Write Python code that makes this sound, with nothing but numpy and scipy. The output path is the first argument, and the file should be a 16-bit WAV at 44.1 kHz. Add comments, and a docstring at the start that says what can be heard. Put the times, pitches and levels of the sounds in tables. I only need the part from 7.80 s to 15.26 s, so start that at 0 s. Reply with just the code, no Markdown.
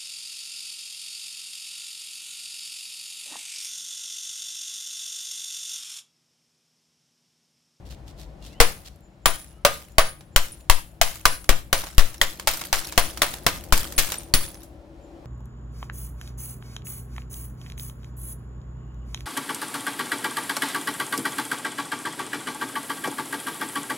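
"""Far traffic rumbles around a walled yard, sandals scuff on grit and small birds start to call.
From 0.8 s a claw hammer hits the thick glass face of a picture tube lying on concrete, twenty times.
Each blow cracks the glass, rings the face and the steel head, throws splinters and echoes off the walls;
the blows overload the close microphone. From 2.4 s loose pieces drop and clink as the face breaks up.
A distant engine draws near, the face caves in at about 6.2 s, and one last blow follows."""
import sys
import numpy as np
from scipy import signal
from scipy.io import wavfile

SR = 44100
rng = np.random.default_rng(int(sys.argv[2]) if len(sys.argv) > 2 else 0)


def digitize_waveform(pressure):
    """Quantize a signal to 16-bit integers and store it at the path in sys.argv[1].

    Rows of a 2-D input are taken as channels; values are limited to [-1, 1].
    """
    field = np.atleast_2d(pressure).T
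    bounded = np.clip(field, -1, 1)
    quanta = np.round(bounded * 32767).astype(np.int16)
    wavfile.write(sys.argv[1], SR, quanta)


N = 328897
TIME = np.arange(N) / SR
EDGES = np.geomspace(22, 17500, 25)   # borders of 24 frequency bands [Hz]
CENTRES = np.sqrt(EDGES[1:] * EDGES[:-1])
BANK = [signal.butter(2, edge, "band", fs=SR, output="sos") for edge in zip(EDGES, EDGES[1:])]


def amp(db):
    """Turn decibels into a gain."""
    return 10 ** (np.asarray(db) / 20)


def dying(t, fade_s):
    """A fade that falls by 60 dB in the fade time."""
    return np.exp(-np.log(1000) * t / fade_s)


def unit(x):
    """Scale a sound to a total energy of 1."""
    return x / np.sqrt(np.sum(x ** 2, axis=-1, keepdims=True) + 1e-20)


def per_band(points):
    """Read a (frequency, value) table at the middle of each band."""
    hz, value = np.transpose(points)
    return np.interp(np.log(CENTRES), np.log(hz), value)[:, None, None]


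def panned(db):
    """Left and right gains, with the left louder by db."""
    return amp([[db / 2], [-db / 2]])


def add(out, s, sound):
    """Mix a short sound in at s seconds."""
    i = max(int(s * SR), 0)
    out[:, i:i + sound.shape[-1]] += sound[..., :max(N - i, 0)]


def noise_bands(size, likeness):
    """Noise shaped (bands, 2, size). Left-right likeness: 1 is the same, 0 unrelated, -1 opposite."""
    white = rng.standard_normal((2, 2, size + 2000))
    bands = unit(np.array([signal.sosfilt(sos, white[k % 2])[:, -size:] for k, sos in enumerate(BANK)]))
    alike = np.clip(per_band(likeness), -.99, .99)
    shared = np.sqrt(1 + alike) * bands[:, :1]
    opposed = np.sqrt(1 - alike) * bands[:, 1:] * [[1], [-1]]
    return (shared + opposed) / np.sqrt(2)


def flicker(t, per_s, depth_db):
    """A gain that moves to a new random value per_s times a second."""
    steps = rng.standard_normal(len(t))
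    return amp(depth_db * np.interp(t * per_s, np.arange(len(t)), steps))


def ringing(t, tones, scatter_db):
    """A struck thing's fading tones (pitch, level, fade time); high ones reach the sides out of step."""
    hz, db, fade_s = np.transpose(tones)[:, :, None, None]
    phase = rng.uniform(0, 2 * np.pi, hz.shape)
    phase = phase + rng.normal(0, 1, (len(hz), 2, 1)) * np.minimum(hz / 3500, 1)
    strength = amp(db + scatter_db * rng.normal(0, 1, hz.shape))
    return np.sum(strength * dying(t, fade_s) * np.sin(2 * np.pi * hz * t + phase), axis=0)


# how far traffic and breeze swell: (time [s], relative rumble [dB], relative road noise [dB])
TRAFFIC_SWELL = [(0.0, -45, -49.5), (0.89, -47.5, -50), (1.16, -52, -57), (3.88, -49, -55),
                 (4.9, -47.5, -49), (6.09, -44, -45), (7.1, -52, -52), (7.46, -51, -46)]
# their tone colour: (frequency [Hz], level [dB per Hz])
TRAFFIC_COLOUR = [(25, -9.5), (40, -3), (58, 4.5), (85, -6), (120, -4.5), (170, -6), (240, -14.5),
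                  (325, -11), (410, -19.5), (600, -14), (1000, -25), (2000, -30.5), (6000, -41),
                  (15000, -55)]
# how alike they are left and right: (frequency [Hz], likeness)
TRAFFIC_LIKENESS = [(50, 1), (200, 1), (700, 0.46), (2000, 0), (10000, 1)]
def traffic():
    """Low rumble and road noise swell slowly; a faint hiss follows the road."""
    times, rumble_db, road_db = np.transpose(TRAFFIC_SWELL)
    hiss_db = -63 + .51 * (road_db - road_db.mean())
    bands = noise_bands(N, TRAFFIC_LIKENESS) * amp(per_band(TRAFFIC_COLOUR))
    bands *= np.sqrt(CENTRES)[:, None, None]   # higher bands are wider
    part = np.digitize(CENTRES, [230, 1200])   # split into rumble, road and hiss [Hz]
    out = np.zeros((2, N))
    for k, (db, left_db) in enumerate([(rumble_db + 1.5, 5), (road_db - 2, 3.5), (hiss_db, .5)]):
        noise = np.sqrt(N) * unit(bands[part == k].sum(axis=0))
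        out += noise * panned(left_db) * amp(np.interp(TIME, times, db))
    return out


# the engine's hum: (pitch [Hz], relative level [dB])
ENGINE_TONES = [(322, 0.5), (565, -6)]
# how it grows louder: (time [s], level [dB])
ENGINE_APPROACH = [(0, -69), (3.8, -63), (4.6, -56), (6.7, -52.5), (7.46, -51.5)]
def engine(blur_hz=22):
    """A far engine draws near, its hum blurred by distance into narrow bands of noise."""
    drone = np.zeros(N)
    for hz, db in ENGINE_TONES:
        band = signal.butter(2, [hz - blur_hz, hz + blur_hz], "band", fs=SR, output="sos")
        drone += amp(db) * unit(signal.sosfilt(band, rng.standard_normal(N)))
    return np.sqrt(N) * drone * amp(np.interp(TIME, *np.transpose(ENGINE_APPROACH))) * panned(3.5)


# how alike nearby sounds are left and right: (frequency [Hz], likeness)
NEAR_LIKENESS = [(300, 0.83), (700, 0.93), (1400, 0.31), (2800, 0.4), (5600, 0.15), (11000, 0)]
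# sandal scuffs: (time [s], level [dB], rough half length [s])
SCUFFS = [(0.071, -54, 0.011), (0.12, -46.5, 0.015), (0.292, -52, 0.017), (0.397, -46, 0.0055),
          (0.416, -50, 0.023), (0.662, -48.5, 0.027), (0.73, -55.5, 0.015), (1.069, -42, 0.012)]
# their tone colour: (frequency [Hz], band level [dB])
SCUFF_COLOUR = [(200, -28.5), (900, -15), (2000, -9), (3800, 1.5), (7000, -2.5), (11000, -4.5), (15000, -7)]
def sandals():
    """Soles drag over gritty concrete in short, scratchy swells."""
    swells = sum(amp(db) * np.exp(-.5 * ((TIME - s) / width) ** 2) for s, db, width in SCUFFS)
    size = 2 * SR
    rub = np.sum(amp(per_band(SCUFF_COLOUR)) * noise_bands(size, NEAR_LIKENESS), axis=0)
    grit = unit(rub * flicker(TIME[:size], per_s=600, depth_db=4.5)) * np.sqrt(size)
    return swells * np.pad(grit, ((0, 0), (0, N - size)))


# one bird whistles: (time [s], length [s], start pitch [Hz], end pitch [Hz], relative level [dB])
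CHIRPS = [(.575, .11, 2950, 2650, -62), (0.667, 0.17, 2300, 3460, -54), (0.713, 0.065, 2400, 1740, -57),
          (1.66, .17, 2720, 3020, -66), (1.75, .1, 1250, 1347, -61), (6.99, 0.1, 960, 840, -59)]
# a tiny bird repeats one thin note: (time [s])
PEEP_TIMES = [1.206, 1.41, 2.07, 2.505, 2.765, 3.05, 7.2]
def birds():
    """Thin sliding whistles from far off flutter on their way across the yard."""
    out = np.zeros((2, N))
    peeps = [(s, .09, 7280, 7000, -62) for s in PEEP_TIMES]   # same columns as CHIRPS
    for s, length, start_hz, end_hz, db in list(CHIRPS) + peeps:
        t = TIME[:int(length * SR)]
        hz = np.linspace(start_hz, end_hz, len(t)) * flicker(t, per_s=250, depth_db=.05)
        flutter = np.array([flicker(t, per_s=120, depth_db=3.5) for side in range(2)])
        whistle = np.hanning(len(t)) * np.sin(2 * np.pi * np.cumsum(hz) / SR)
        add(out, s, amp(db - 1.5) * flutter * whistle)
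    return out


# how fast crushed glass falls quiet: (frequency [Hz], fade time [s])
CRUNCH_FADE = [(150, 0.086), (600, .15), (2000, 0.15), (6000, 0.11), (14000, 0.081)]
def breaking_glass(t, colour_db, crunch_db, crack_s=.004, collapse_s=.0049):
    """Cracks run for a few milliseconds, then the crushed glass crunches."""
    noise = noise_bands(len(t), NEAR_LIKENESS)
    crack = unit(noise * np.exp(-(t / crack_s) ** 3))
    rise = 1 - np.exp(-(t / collapse_s) ** 2)
    crunch = unit(noise * rise * dying(t, per_band(CRUNCH_FADE)) * flicker(t, per_s=710, depth_db=-2))
    return np.sum(amp(colour_db) * unit(crack + amp(crunch_db) * crunch), axis=0)


# hammer blows, with relative levels: (time [s], strength [dB], thud of the casing [dB],
# crunch against crack [dB], struck piece's first pitch [Hz], its second pitch [Hz], its ring [dB],
# steel ring [dB], splinters [dB], air push [dB])
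BLOWS = [(0.8021, 9, 3.5, 2.5, 470, 2090, -8, -13, -11.5, -3),
         (1.4576, 4.5, 3.5, -3, 1190, 2027, -10.5, -10, -11.5, -12),
         (1.85, 5, -2, -2.5, 585, 1970, -11.5, -17.5, -11, -22.5),
         (2.1826, 4.5, -2.5, -2.5, 640, 1640, -11, -13, -28.5, -8.5),
         (2.5615, 7, -6, -4, 1390, 2910, -11.5, -18.5, -13.5, -8),
         (2.8984, 7.5, -7.5, -4.5, 956, 2070, -8.5, -16.5, -34, -2),
         (3.2138, 6.5, -11.5, -2.5, 684, 6450, -9, -16, -9, -12),
         (3.4546, 8, -3, -5.5, 1190, 1550, -4.5, -10, -19.5, -12.5),
         (3.6919, 4.5, 7.5, -2, 1150, 1910, -9, -22, -37, -3),
         (3.9288, 3.5, 2, -4, 703, 3800, -19, -11, -5.5, -17.5),
         (4.1814, 5, 0.5, 0, 1050, 3080, -20, -19.5, -11.5, 3.5),
         (4.4146, 3.5, -2.5, 0, 1910, 3270, -7, -25.5, -11, -16.5),
         (4.6727, 5, -11.5, 4, 863, 4540, -13.5, -26.5, -2, -21),
         (4.9281, 2, -23, 1, 917, 6100, -14, -28.5, -2, -16.5),
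         (5.1776, 5.5, 0, -1.5, 700, 1360, -14.5, -12.5, -5.5, -10.5),
         (5.4188, 3.5, 0, 0.5, 1100, 3620, -15, -14.5, -7, -26),
         (5.6655, 4, 7.5, -3, 1023, 640, -17, -20.5, -11.5, -29),
         (5.9239, 5.5, 10, 1.5, 1033, 1410, -13.5, -24, -3, -6.5),
         (6.1794, 9.5, -1, 12, 1150, 9350, -32, -13, -0.5, -12.5),
         (6.5387, 6.5, 11.5, 3, 6260, 4480, -9, -6, -7.5, -9)]
# tone colour of cracking glass: (frequency [Hz], band level [dB])
CRACK_COLOUR = [(90, -17), (180, -19.5), (330, -14.5), (450, -11), (620, -4.5), (900, -6), (1300, -1),
                (2200, 0), (4000, 0.5), (7000, 0), (11000, 0), (15000, -1)]
# the glass gives way, is firm again at the far rim, then caves in: (time [s], firmness [dB])
FIRMNESS = [(.8, 3), (2.2, 10), (2.55, -2), (3.9, 2.5), (4.67, -4), (5.18, 4.5), (5.7, 3), (6.18, -13.5),
            (6.54, -8)]
# firm glass sounds full, loose glass thin: (frequency [Hz], boost [dB per dB of firmness])
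FIRM_COLOUR = [(270, 0.37), (650, 0.97), (1600, 0.51), (4200, 0.32), (10500, 0.1)]
# the casing thuds only in the low notes: (frequency [Hz], share of the thud [0 to 1])
THUD_RANGE = [(270, 1), (650, 0)]
# tones of the glass face: (pitch [Hz], relative level [dB], fade time [s])
FACE_TONES = [(454, -17.5, 0.27), (526, -7, 0.26), (575, 4.5, 0.1), (661, -1.5, 0.16), (860, -9.5, 0.034),
              (1001, -3.5, 0.2), (1127, 7, 0.088), (1224, -7.5, 0.29), (1546, -5, 0.12), (1750, -4, 0.035),
              (2044, -3.5, 0.085)]
def hammer_blows():
    """Each blow breaks glass and rings the whole face; the firmer the glass is held, the fuller."""
    out, t = np.zeros((2, N)), TIME[:SR // 4]
    for s, db, thud_db, crunch_db, *_ in BLOWS:
        firm_db = np.interp(s, *np.transpose(FIRMNESS))
        colour_db = db + per_band(CRACK_COLOUR) + firm_db * per_band(FIRM_COLOUR)
        colour_db += thud_db * per_band(THUD_RANGE)
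        add(out, s - .0003, breaking_glass(t[:SR // 6], colour_db, crunch_db) * panned(2))
        add(out, s, amp(db + firm_db - 36) * ringing(t, FACE_TONES, scatter_db=2.5))
    return out


def struck_pieces(first_fade_cycles=41.3, second_fade_s=.012):
    """The piece of glass under the hammer knocks at two pitches that die quickly."""
    out, t = np.zeros((2, N)), TIME[:SR // 8]
    for s, _, _, _, first_hz, second_hz, db, *_ in BLOWS:
        tones = [(first_hz, db, first_fade_cycles / first_hz), (second_hz, db + 3.5, second_fade_s)]
        add(out, s, ringing(t, tones, scatter_db=3))
    return out


# tones of the steel head: (pitch [Hz], relative level [dB], fade time [s])
STEEL_TONES = [(9320, -24, .22), (10430, -18.5, .42), (15635, -22, .22)]
def steel_head():
    """The head sings on as it swings away, wavering in level and pitch with the motion."""
    out, t = np.zeros((2, N)), TIME[:SR // 2]
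    for s, *_, steel_db, _, _ in BLOWS:
        swing = np.array([flicker(t, per_s=100, depth_db=6) for side in range(2)])
        wavering_time = np.cumsum(flicker(t, per_s=40, depth_db=.012)) / SR
        add(out, s, amp(steel_db) * swing * ringing(wavering_time, STEEL_TONES, scatter_db=1.2))
    return out


def air_push(rise_s=.0059, fall_s=.019, recover_hz=4.3):
    """The jolt of a blow shoves the microphone membranes, mostly the left, and they creep back."""
    out, t = np.zeros((2, N)), TIME[:SR // 6]
    leak = signal.butter(1, recover_hz, "high", fs=SR, output="sos")
    for s, *_, push_db in BLOWS:
        shove = (1 - np.exp(-t * amp(push_db) / rise_s)) * np.exp(-t / fall_s)   # harder is steeper
        shove = signal.sosfilt(np.vstack([leak, leak]), shove) * (1 - (t / t[-1]) ** 2)
        sides = np.array([[1], [rng.uniform(.05, .7)]]) * rng.choice([-1, 1])
        add(out, s, amp(push_db) * sides * shove / shove.max())
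    return out


# tone colour of falling glass: (frequency [Hz], band level [dB])
SHARD_COLOUR = [(150, -40.5), (500, -10.5), (1000, -1.5), (2500, -0.5), (6000, 2.5), (10000, 2),
                (15000, -1)]
def splinters(chips_per_blow=75):
    """Chips thrown by each blow land soon after it: glassy ticks over a rustle of fine crumbs."""
    out, t, after = np.zeros((2, N)), TIME[:SR // 50], TIME[:SR // 3]
    for s, *_, splinter_db, _ in BLOWS:
        flights_s = rng.gamma(2, .048, chips_per_blow)
        sizes = rng.normal(0, 1, chips_per_blow)
        sides_db = rng.normal(0, 2.6, chips_per_blow)
        for flight_s, size, left_db in zip(flights_s, sizes, sides_db):
            ring = ringing(t, [(hz, 0, .02) for hz in rng.uniform(1200, 15500, 5)], scatter_db=2.5)
            click = amp(6.5) * rng.standard_normal((2, len(t))) * dying(t, .005)
            db = splinter_db - 37 + 5.6 * min(size, 1.6) - 37 * flight_s   # late chips land softer
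            add(out, s + flight_s, amp(db) * panned(left_db) * (ring + click))
        grit = flicker(after, per_s=450, depth_db=5)
        rustle = np.sum(amp(per_band(SHARD_COLOUR)) * noise_bands(len(after), NEAR_LIKENESS), axis=0)
        swell = (1 - np.exp(-after / .046)) * dying(after, .58)
        add(out, s, amp(splinter_db + 16.5) * unit(rustle * grit) * swell)
    return out


# loose pieces that drop or shift: (time [s], relative level [dB], brightness [dB per octave])
SHARDS = [(2.408, -40, -1.5), (3.356, -30.5, 3.5), (3.643, -34, 1.5), (4.037, -25, -8), (4.069, -28, -1.5),
          (4.342, -31.5, 0.5), (4.597, -23, -0.5), (4.814, -21.5, -0.5), (4.851, -28, 1), (5.124, -24, -1),
          (5.374, -24, 0.5), (5.539, -22.5, 0.5), (5.838, -33, 8), (5.977, -14, 4.5), (6.123, -26, 4),
          (6.32, -16.5, 1), (6.342, -26, -1.5), (6.832, -35.5, 7)]
def shards():
    """Larger pieces clack against the wreck, clink and rattle briefly."""
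    out, t = np.zeros((2, N)), TIME[:SR // 16]
    for s, db, bright_db in SHARDS:
        colour_db = per_band(SHARD_COLOUR) + bright_db * np.log2(CENTRES / 3000)[:, None, None]
        rattle = (dying(t, .018) + amp(-7) * dying(t, .12)) * flicker(t, per_s=900, depth_db=3)
        clack = unit(np.sum(amp(colour_db) * unit(noise_bands(len(t), NEAR_LIKENESS) * rattle), axis=0))
        clink = ringing(t, [(hz, 0, .025) for hz in 800 * 16 ** rng.random(8)], scatter_db=2)
        add(out, s, amp(db + 18) * clack + amp(db - 18) * clink)
    return out


# slivers that ring as they land: (time [s], pitch [Hz], level [dB])
TINKLES = [(2.72, 9750, -35), (5.19, 14300, -30), (6.164, 9800, -30), (6.2, 15100, -40), (6.235, 9220, -43),
           (6.321, 9400, -41), (6.381, 9300, -36)]
def tinkles():
    """Each free sliver rings at one high pitch, fluttering as it tumbles."""
    out, t = np.zeros((2, N)), TIME[:SR // 8]
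    for s, hz, db in TINKLES:
        tumble = flicker(t, per_s=220, depth_db=4)
        add(out, s, amp(db) * tumble * ringing(t, [(hz, 0, .09)], scatter_db=0))
    return out


# tone colour of the yard's echo: (frequency [Hz], level [dB])
ECHO_COLOUR = [(150, -6), (600, -15), (1500, -13.5), (4000, -12), (8000, -12.5), (15000, -15)]
# how long it lasts: (frequency [Hz], fade time [s])
ECHO_FADE = [(150, 0.52), (600, 0.29), (2000, 0.35), (6000, 0.31), (14000, 0.5)]
# how alike it is left and right: (frequency [Hz], likeness)
ECHO_LIKENESS = [(300, 0.094), (700, 1), (1400, -1.2), (2800, 0.91), (5600, 0.48), (11000, 0.62)]
def yard_echo(sound, wall_s=.085, wall_db=-2, spread_s=.031):
    """Echoes build up and die away, and a second wave returns from the far walls."""
    out, t = np.zeros((2, N)), TIME[:SR * 2 // 5]
    build_up = 1 - np.exp(-(t / .006) ** 2)
    far_walls = amp(wall_db) * np.exp(-((t - wall_s) / spread_s) ** 2)
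    fade = (build_up + far_walls) * dying(t, per_band(ECHO_FADE))
    colour = np.sqrt(np.diff(EDGES) * 2 / SR)[:, None, None] * amp(per_band(ECHO_COLOUR))
    starts = [0] + [int((s - .01) * SR) for s, *_ in BLOWS[1:]]
    for start, end in zip(starts, starts[1:] + [N]):   # each blow lands elsewhere and echoes anew
        echo = np.sum(unit(noise_bands(len(t), ECHO_LIKENESS) * fade) * colour, axis=0)
        add(out, start / SR, signal.fftconvolve(sound[:, start:end], echo, axes=1))
    return out


def scene():
    """The work close by, its echoes, and the outdoors around it."""
    near = hammer_blows() + splinters() + shards() + tinkles() + sandals()
    knocks, calls = struck_pieces(), birds()
    echoes = yard_echo(near + amp(-4.5) * knocks + amp(5) * calls)
    return near + knocks + calls + echoes + steel_head() + air_push() + traffic() + engine()


def record(dry, cutoff_hz=15900):
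    """The blows overload the microphone, which flattens their peaks; the highest treble is cut off."""
    clipped = dry / (1 + dry ** 6) ** (1 / 6)
    return signal.sosfilt(signal.ellip(10, .1, 70, cutoff_hz, fs=SR, output="sos"), clipped)


dry = scene()
out = record(dry)
digitize_waveform(out)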